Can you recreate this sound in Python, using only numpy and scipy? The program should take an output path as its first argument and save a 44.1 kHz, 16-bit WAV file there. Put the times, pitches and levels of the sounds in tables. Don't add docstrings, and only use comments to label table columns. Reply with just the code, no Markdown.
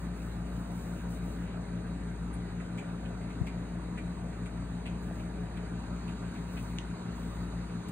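import sys
import numpy as np
from scipy import signal
from scipy.fft import rfft, irfft, next_fast_len
from scipy.io import wavfile
from scipy.ndimage import uniform_filter1d, map_coordinates

SR = 44100
rng = np.random.default_rng(int(sys.argv[2]) if len(sys.argv) > 2 else 0)


def bounce(signal):
    frames = np.transpose(np.atleast_2d(signal))
    limited = np.clip(frames, -1, 1)
    pcm = np.round(limited * 32767).astype(np.int16)
    wavfile.write(sys.argv[1], SR, pcm)


N = 349227


# shaft_multiple, mains_multiple, level_db
DRONE_LINES = [(2, 0, -49), (0, 2, -51.5), (3, 0, -48), (1, 2, -42.5), (4, 0, -59.5), (2, 2, -62.5),
               (0, 4, -52.5), (11, 0, -71), (12, 0, -71), (13, 0, -71), (14, 0, -66.5), (15, 0, -74),
               (16, 0, -71.5), (21, 0, -72.5), (27, 0, -74), (28, 0, -78)]
# time_s, level_db
CASING_SHAKE = [(0.0, -42.5), (0.42, -40.5), (0.77, -44), (1.26, -40), (1.61, -45.5), (2.31, -40),
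                (2.8, -49.5), (3.15, -42.5), (4.06, -43), (5.6, -43), (5.95, -41), (6.3, -46.5),
                (6.58, -42), (6.86, -42), (7.07, -57), (7.14, -44), (7.49, -39.5), (7.91, -49.5)]
def compressor(shaft_hz=57.005, mains_hz=60, drift_rad=0.05, wander_db=0.5, flutter_db=0.5):
    slip = drift_rad * wobble(1.22)
    casing_phase = rng.uniform(0, 2 * np.pi, size=64)
    drone = amp(curve(CASING_SHAKE) + wander_db * wobble(8.4)) * tone(shaft_hz, slip)
    for shaft, mains, db in DRONE_LINES:
        hz = shaft * shaft_hz + mains * mains_hz
        phase = shaft * slip + casing_phase[round(shaft + mains)]
        drone += amp(db + flutter_db * wobble(3.44)) * tone(hz, phase)
    return drone


# frequency_hz, density_db
RUMBLE_SPECTRUM = [(20, -35), (36, -21), (52, -11), (64, 0.5), (80, -6.5), (104, -7), (125, -3),
                   (137, -11.5), (148, -8), (154, 1), (175, -2), (200, -3.5), (218, -2), (252, -8),
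                   (285, -5), (300, -8.5), (370, -11.5), (520, -20.5), (1000, -58)]
# frequency_hz, density_db
HISS_SPECTRUM = [(200, -39), (450, 0), (660, 0.5), (790, -1), (1500, -2), (1700, -5.5), (2000, -7.5),
                 (3100, -16.5), (3600, -18), (4900, -22), (5600, -30), (6800, -18), (7800, -25),
                 (9300, -22.5), (10800, -26), (12000, -45), (16000, -36)]
# centre_hz, width_hz, lift_db
DUCT_MODES = [(419.4, 35, 8), (498, 14, 4), (559, 13, 5.5), (623, 53, 4), (703, 36, 4), (955, 37, 5.5),
              (2660, 280, 2), (3830, 180, 7), (4110, 130, 6), (4550, 290, 5.5), (6140, 930, 5),
              (8380, 380, 8)]
PANEL_MODES = [(75.5, 3, 4), (87, 2.8, 2.5), (110.6, 5, 8), (189.4, 2.4, 6.5), (208.5, 5, 4.5),
               (271.2, 7.7, 6.5), (315.2, 10, 6.5)]
# frequency_hz, gain_db
TURNED_COLOUR = [(350, 0.5), (580, -3), (930, 1.5), (1100, 2), (1400, 1), (2000, 0.5), (4500, 3), (9000, 1)]
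# pitch_hz, level_db
FAN_TONES = [(96.7, -64.5), (143.7, -57.5), (182.3, -63), (273.8, -61.5), (314.7, -64.5), (964, -73),
             (1195, -71.8), (2385, -77), (3798, -75)]
def fan(rumble_db=-43.5, hiss_db=-50, waver_rad=0.58, turn_start_s=5.43, turn_length_s=0.62):
    def lift(modes, hz):
        return sum(db / (1 + (2 * (hz - centre) / width) ** 2) for centre, width, db in modes)

    rumble = air_noise(lambda hz: amp(along(RUMBLE_SPECTRUM, hz)
                                      + lift(DUCT_MODES, hz) + lift(PANEL_MODES, hz)))
    even_hiss = air_noise(lambda hz: amp(along(HISS_SPECTRUM, hz) + lift(DUCT_MODES, hz)))
    hiss = amp(hiss_db) * eddies(even_hiss, depth_db=1.68)
    turned_hiss = filtered(hiss, lambda hz: amp(along(TURNED_COLOUR, hz)))
    turn = curve([(turn_start_s, 0), (turn_start_s + turn_length_s, 1)])
    tones = sum(amp(db) * tone(hz, waver_rad * wobble(3)) for hz, db in FAN_TONES)
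    return amp(rumble_db) * rumble + (1 - turn) * hiss + turn * turned_hiss + tones


def eddies(air, depth_db):
    spectra = signal.stft(air, nperseg=512)[2]
    patches = uniform_filter1d(rng.standard_normal(spectra.shape[1:]), size=4, axis=0)
    patches = uniform_filter1d(patches, size=9, axis=1)
    stirred = spectra * amp(depth_db * unit(patches))
    return unit(signal.istft(stirred, nperseg=512)[1][:, :N])


# pitch_hz, width_hz, level_db
TRAY_MODES = [(2164, 290, -0.5), (2420, 130, -0.5), (2880, 290, -3), (3720, 600, -8)]
TRAY_NOTE = [(2365, 62, -1), (3460, 70, -17)]
# frequency_hz, density_db
EDGE_SPECTRUM = [(1000, -20), (3000, 2), (4600, 2), (6000, -7), (11000, -9), (13500, -9), (16000, -26)]
# start_s, level_db, length_s, pitch_factor, damping_factor, note_db, spray_db, spray_hz, edge_db
WET_TICKS = [(2.331, -61.5, 0.027, 0.93, 2.5, -20, 4, 9300, -11),
             (2.598, -50.5, 0.016, 0.79, 1.3, -18, -19, 8500, -25),
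             (2.776, -47.5, 0.024, 1, 1.8, 0, -11, 7400, -16),
             (3.052, -53, 0.013, 1.1, 1.2, -18, -20, 8500, -19),
             (3.299, -54, 0.018, 0.87, 1.5, -9, -20, 8500, -19),
             (3.465, -47.5, 0.021, 0.94, 0.86, -2, -14.5, 7500, -12),
             (3.974, -46, 0.021, 0.88, 3.1, -12, -18, 8500, -20),
             (4.456, -52, 0.016, 0.91, 2.8, -16, -9, 8500, -13),
             (4.856, -46.5, 0.024, 1.05, 2, -14, -17, 8900, -20),
             (5.196, -56, 0.02, 0.97, 3, -18, -15, 9000, -13),
             (5.568, -53, 0.018, 0.96, 3, -18, -13, 8800, -14),
             (6.077, -53, 0.021, 1.1, 2.6, -18, -13, 9900, -17),
             (6.344, -57, 0.032, 0.97, 1.5, -18, -21, 9000, -16),
             (6.567, -49, .022, 1.08, 2, -18, -22, 9000, -19)]
def wet_ticks(pop_rate_hz=210, pop_s=0.0038, swell_s=0.004, spray_width_hz=1150, spray_t60_s=0.26):
    rings, sprays = np.zeros((2, N + SR)), np.zeros((2, N))
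    t = np.arange(SR // 2) / SR
    edge = air_noise(lambda hz: amp(along(EDGE_SPECTRUM, hz)))
    for start, db, length, pitch, damping, note_db, spray_db, spray_hz, edge_db in WET_TICKS:
        jitter, size_db = rng.standard_normal((2, 10))
        pop_times = np.abs(np.arange(10) + 0.12 * jitter) / pop_rate_hz
        swell = 1 - 0.5 * np.exp(-pop_times / swell_s)
        sizes = amp(-size_db) * swell * np.exp(-(pop_times / length) ** 2)
        pops = np.bincount(np.round(pop_times * SR).astype(int), sizes, len(t))

        struck = lambda response: unit(bedroom(signal.fftconvolve(pops, response)[:len(t)]))
        ring = struck(ringing(TRAY_MODES, t, pitch, damping))
        note = amp(note_db) * struck(ringing(TRAY_NOTE, t))
        gain = amp(db) * np.sqrt(length / t[-1])
        rings[:, round(start * SR):][:, :len(t)] += gain * unit(ring + note)

        age = np.maximum(t[:, None] - pop_times, 0)
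        puffs = ((age > 0) * np.exp(-age / pop_s)) @ sizes
        tail = amp(-13 - 60 * t / spray_t60_s)
        envelope = np.interp(np.arange(N) / SR - start, t, unit(np.hypot(puffs, tail)), 0, 0)
        spray = noise_band(spray_hz, spray_width_hz)
        sprays += gain * envelope * (amp(spray_db) * spray + amp(edge_db) * edge)
    return filtered(rings[:, :N], ports) + sprays


# pitch_hz, width_hz, level_db
CLICK_MODES = [(1900, 700, -7), (2930, 560, 4), (4080, 600, -3), (6250, 520, -5.5), (9400, 1700, -17)]
def panel_click(start_s=6.786, gain_db=-27, slip_lead_s=0.0006, slip_db=-11):
    age = np.arange(N) / SR - start_s
    slip = amp(slip_db) * ringing(CLICK_MODES[2:], np.maximum(age + slip_lead_s, 0))
    snap = ringing(CLICK_MODES, np.maximum(age, 0))
    heard = bedroom(slip + snap, near_db=-11, near_t60_s=0.02, tail_db=-7, tail_t60_s=0.22)
    return amp(gain_db) * filtered(heard, ports)


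# frequency_hz, density_db
CLOTH_SPECTRUM = [(1000, -5), (3000, -7), (7000, 2.5), (9500, 4), (12000, -3.5), (16000, -0.5)]
# start_s, peak_db, length_s
CLOTH_STROKES = [(-.1, -61, 0.22), (.12, -62.5, 0.34), (0.417, -65.5, 0.47), (0.677, -61, 0.5),
                 (1.078, -59, 0.14), (1.2, -61, 0.27), (5.008, -64, 0.11), (5.1, -67, 0.2),
                 (6.22, -71, 0.35), (6.46, -60.5, 0.36), (7.1, -64.5, 0.45), (7.882, -53.5, .02)]
def bedding_rustle(peak_share=0.27, sway_db=1.1, grain_db=1.5):
    power = np.zeros(N)
    for start, db, length in CLOTH_STROKES:
        ramp = curve([(start, 0), (start + peak_share * length, 1), (start + length, 0)])
        speed = np.sin(np.pi / 2 * ramp)
        power += (amp(db) * speed) ** 2
    texture = amp(sway_db * wobble(25)) * unit(amp(grain_db * wobble(400)))
    return np.sqrt(power) * texture * air_noise(lambda hz: amp(along(CLOTH_SPECTRUM, hz)))


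# start_s, peak_db, length_s, centre_hz, width_hz
BEDDING_RUBS = [(1.38, -60.5, .22, 2460, 600), (2.72, -54, .24, 575, 50)]
def bedding_rubs():
    swell = lambda start, length: np.sin(np.pi * curve([(start, 0), (start + length, 1)]))
    return sum(amp(db) * swell(start, length) * noise_band(centre, width)
               for start, db, length, centre, width in BEDDING_RUBS)


# start_s, peak_db, pitch_hz
GRIP_KNOCKS = [(5.1116, -33, 660), (5.1725, -39, 644)]
def grip_knocks(t60_s=0.012):
    knocks = np.zeros(N)
    for start, db, hz in GRIP_KNOCKS:
        age = np.maximum(np.arange(N) / SR - start, 0)
        knocks += amp(db - 60 * age / t60_s) * np.sin(2 * np.pi * hz * age)
    return knocks


def finger_bump(centre_s=3.418, pitch_hz=116, width_s=0.0076, left_db=-17, right_db=-38):
    t = np.arange(N) / SR - centre_s
    push = np.sin(2 * np.pi * pitch_hz * t) * np.exp(-(t / width_s) ** 2)
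    return amp([[left_db], [right_db]]) * push


def bedroom(x, near_db=-1, near_t60_s=0.045, tail_db=-3, tail_t60_s=0.27):
    t = np.arange(len(x)) / SR

    def echoes(db, t60_s):
        decay = rng.standard_normal((2, len(t))) * amp(-60 * t / t60_s)
        return amp(db) * unit(decay) / np.sqrt(len(t))

    room = echoes(near_db, near_t60_s) + echoes(tail_db, tail_t60_s)
    return x + signal.fftconvolve(x[None], room, axes=1)[:, :len(t)]


# frequency_hz, left_minus_right_db
PORT_BALANCE = [(60, 2.5), (110, 3.5), (200, 1.5), (380, 3.5), (700, 1), (1290, -3), (2380, 0),
                (4400, -0.5), (8120, 0.5), (15000, -0.5)]
# frequency_hz, left_lead_rad
PORT_LEAD = [(100, 0), (320, -.15), (440, -1), (1000, -1.25), (1700, -.2), (2200, 1), (3200, 2.4),
             (4200, 2.5), (5500, 3.14), (7000, 4.8), (8400, 6.28), (11600, 9.4), (15000, 13)]
def ports(hz):
    left = amp(along(PORT_BALANCE, hz) / 2) * np.exp(0.5j * along(PORT_LEAD, hz))
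    return np.array([left, 1 / left])


# frequency_hz, coherence
PORT_COHERENCE = [(60, .96), (250, .98), (430, .9), (800, .86), (1150, .58), (1500, .68), (2800, .47),
                  (4000, .5), (5400, .94), (8300, .94), (14000, .82)]
def air_noise(colour):
    size = next_fast_len(N, True)
    hz = np.fft.rfftfreq(size, 1 / SR)
    spread = np.arccos(np.clip(along(PORT_COHERENCE, hz), 0, 1)) / 2
    white = rng.standard_normal((2, len(hz))) + 1j * rng.standard_normal((2, len(hz)))
    common, diffuse = white * colour(hz) * np.array([np.cos(spread), np.sin(spread)])
    spectrum = np.array([common + diffuse, common - diffuse]) * ports(hz)
    return unit(irfft(spectrum, size)[:, :N])


def noise_band(centre_hz, width_hz):
    return air_noise(lambda hz: np.exp(-((hz - centre_hz) / width_hz) ** 2 / 2))


def tone(hz, phase, in_step_s=4.085):
    t = np.arange(N) / SR - in_step_s
    return np.sqrt(2) * np.real(ports(hz)[:, None] * np.exp(1j * (2 * np.pi * hz * t + phase)))


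def ringing(modes, t, pitch=1, damping=1):
    return sum((-1) ** k * amp(db) * np.sin(2 * np.pi * pitch * hz * t)
               * np.exp(-np.pi * damping * width * t) for k, (hz, width, db) in enumerate(modes))


def amp(db):
    return 10 ** (np.asarray(db) / 20)


def unit(x):
    return x / np.sqrt(np.mean(x ** 2) + 1e-20)


def along(points, hz):
    frequencies, values = np.transpose(points)
    return np.interp(np.log(hz + 1), np.log(frequencies + 1), values)


def curve(rows):
    return np.interp(np.arange(N) / SR, *np.transpose(rows))


def wobble(rate):
    knots = rng.standard_normal(int(N * rate / SR) + 4)
    return map_coordinates(knots, [np.arange(N) * rate / SR])


def filtered(x, response):
    size = next_fast_len(N + SR // 2)
    return irfft(rfft(x, size) * response(np.fft.rfftfreq(size, 1 / SR)), size)[..., :N]


def scene():
    machine = compressor() + fan()
    bedding = bedding_rustle() + bedding_rubs()
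    return machine + bedding + wet_ticks() + panel_click() + grip_knocks() + finger_bump()


def record(dry):
    limit_hz = 15750
    return filtered(dry, lambda hz: hz < limit_hz)


dry = scene()
out = record(dry)
bounce(out)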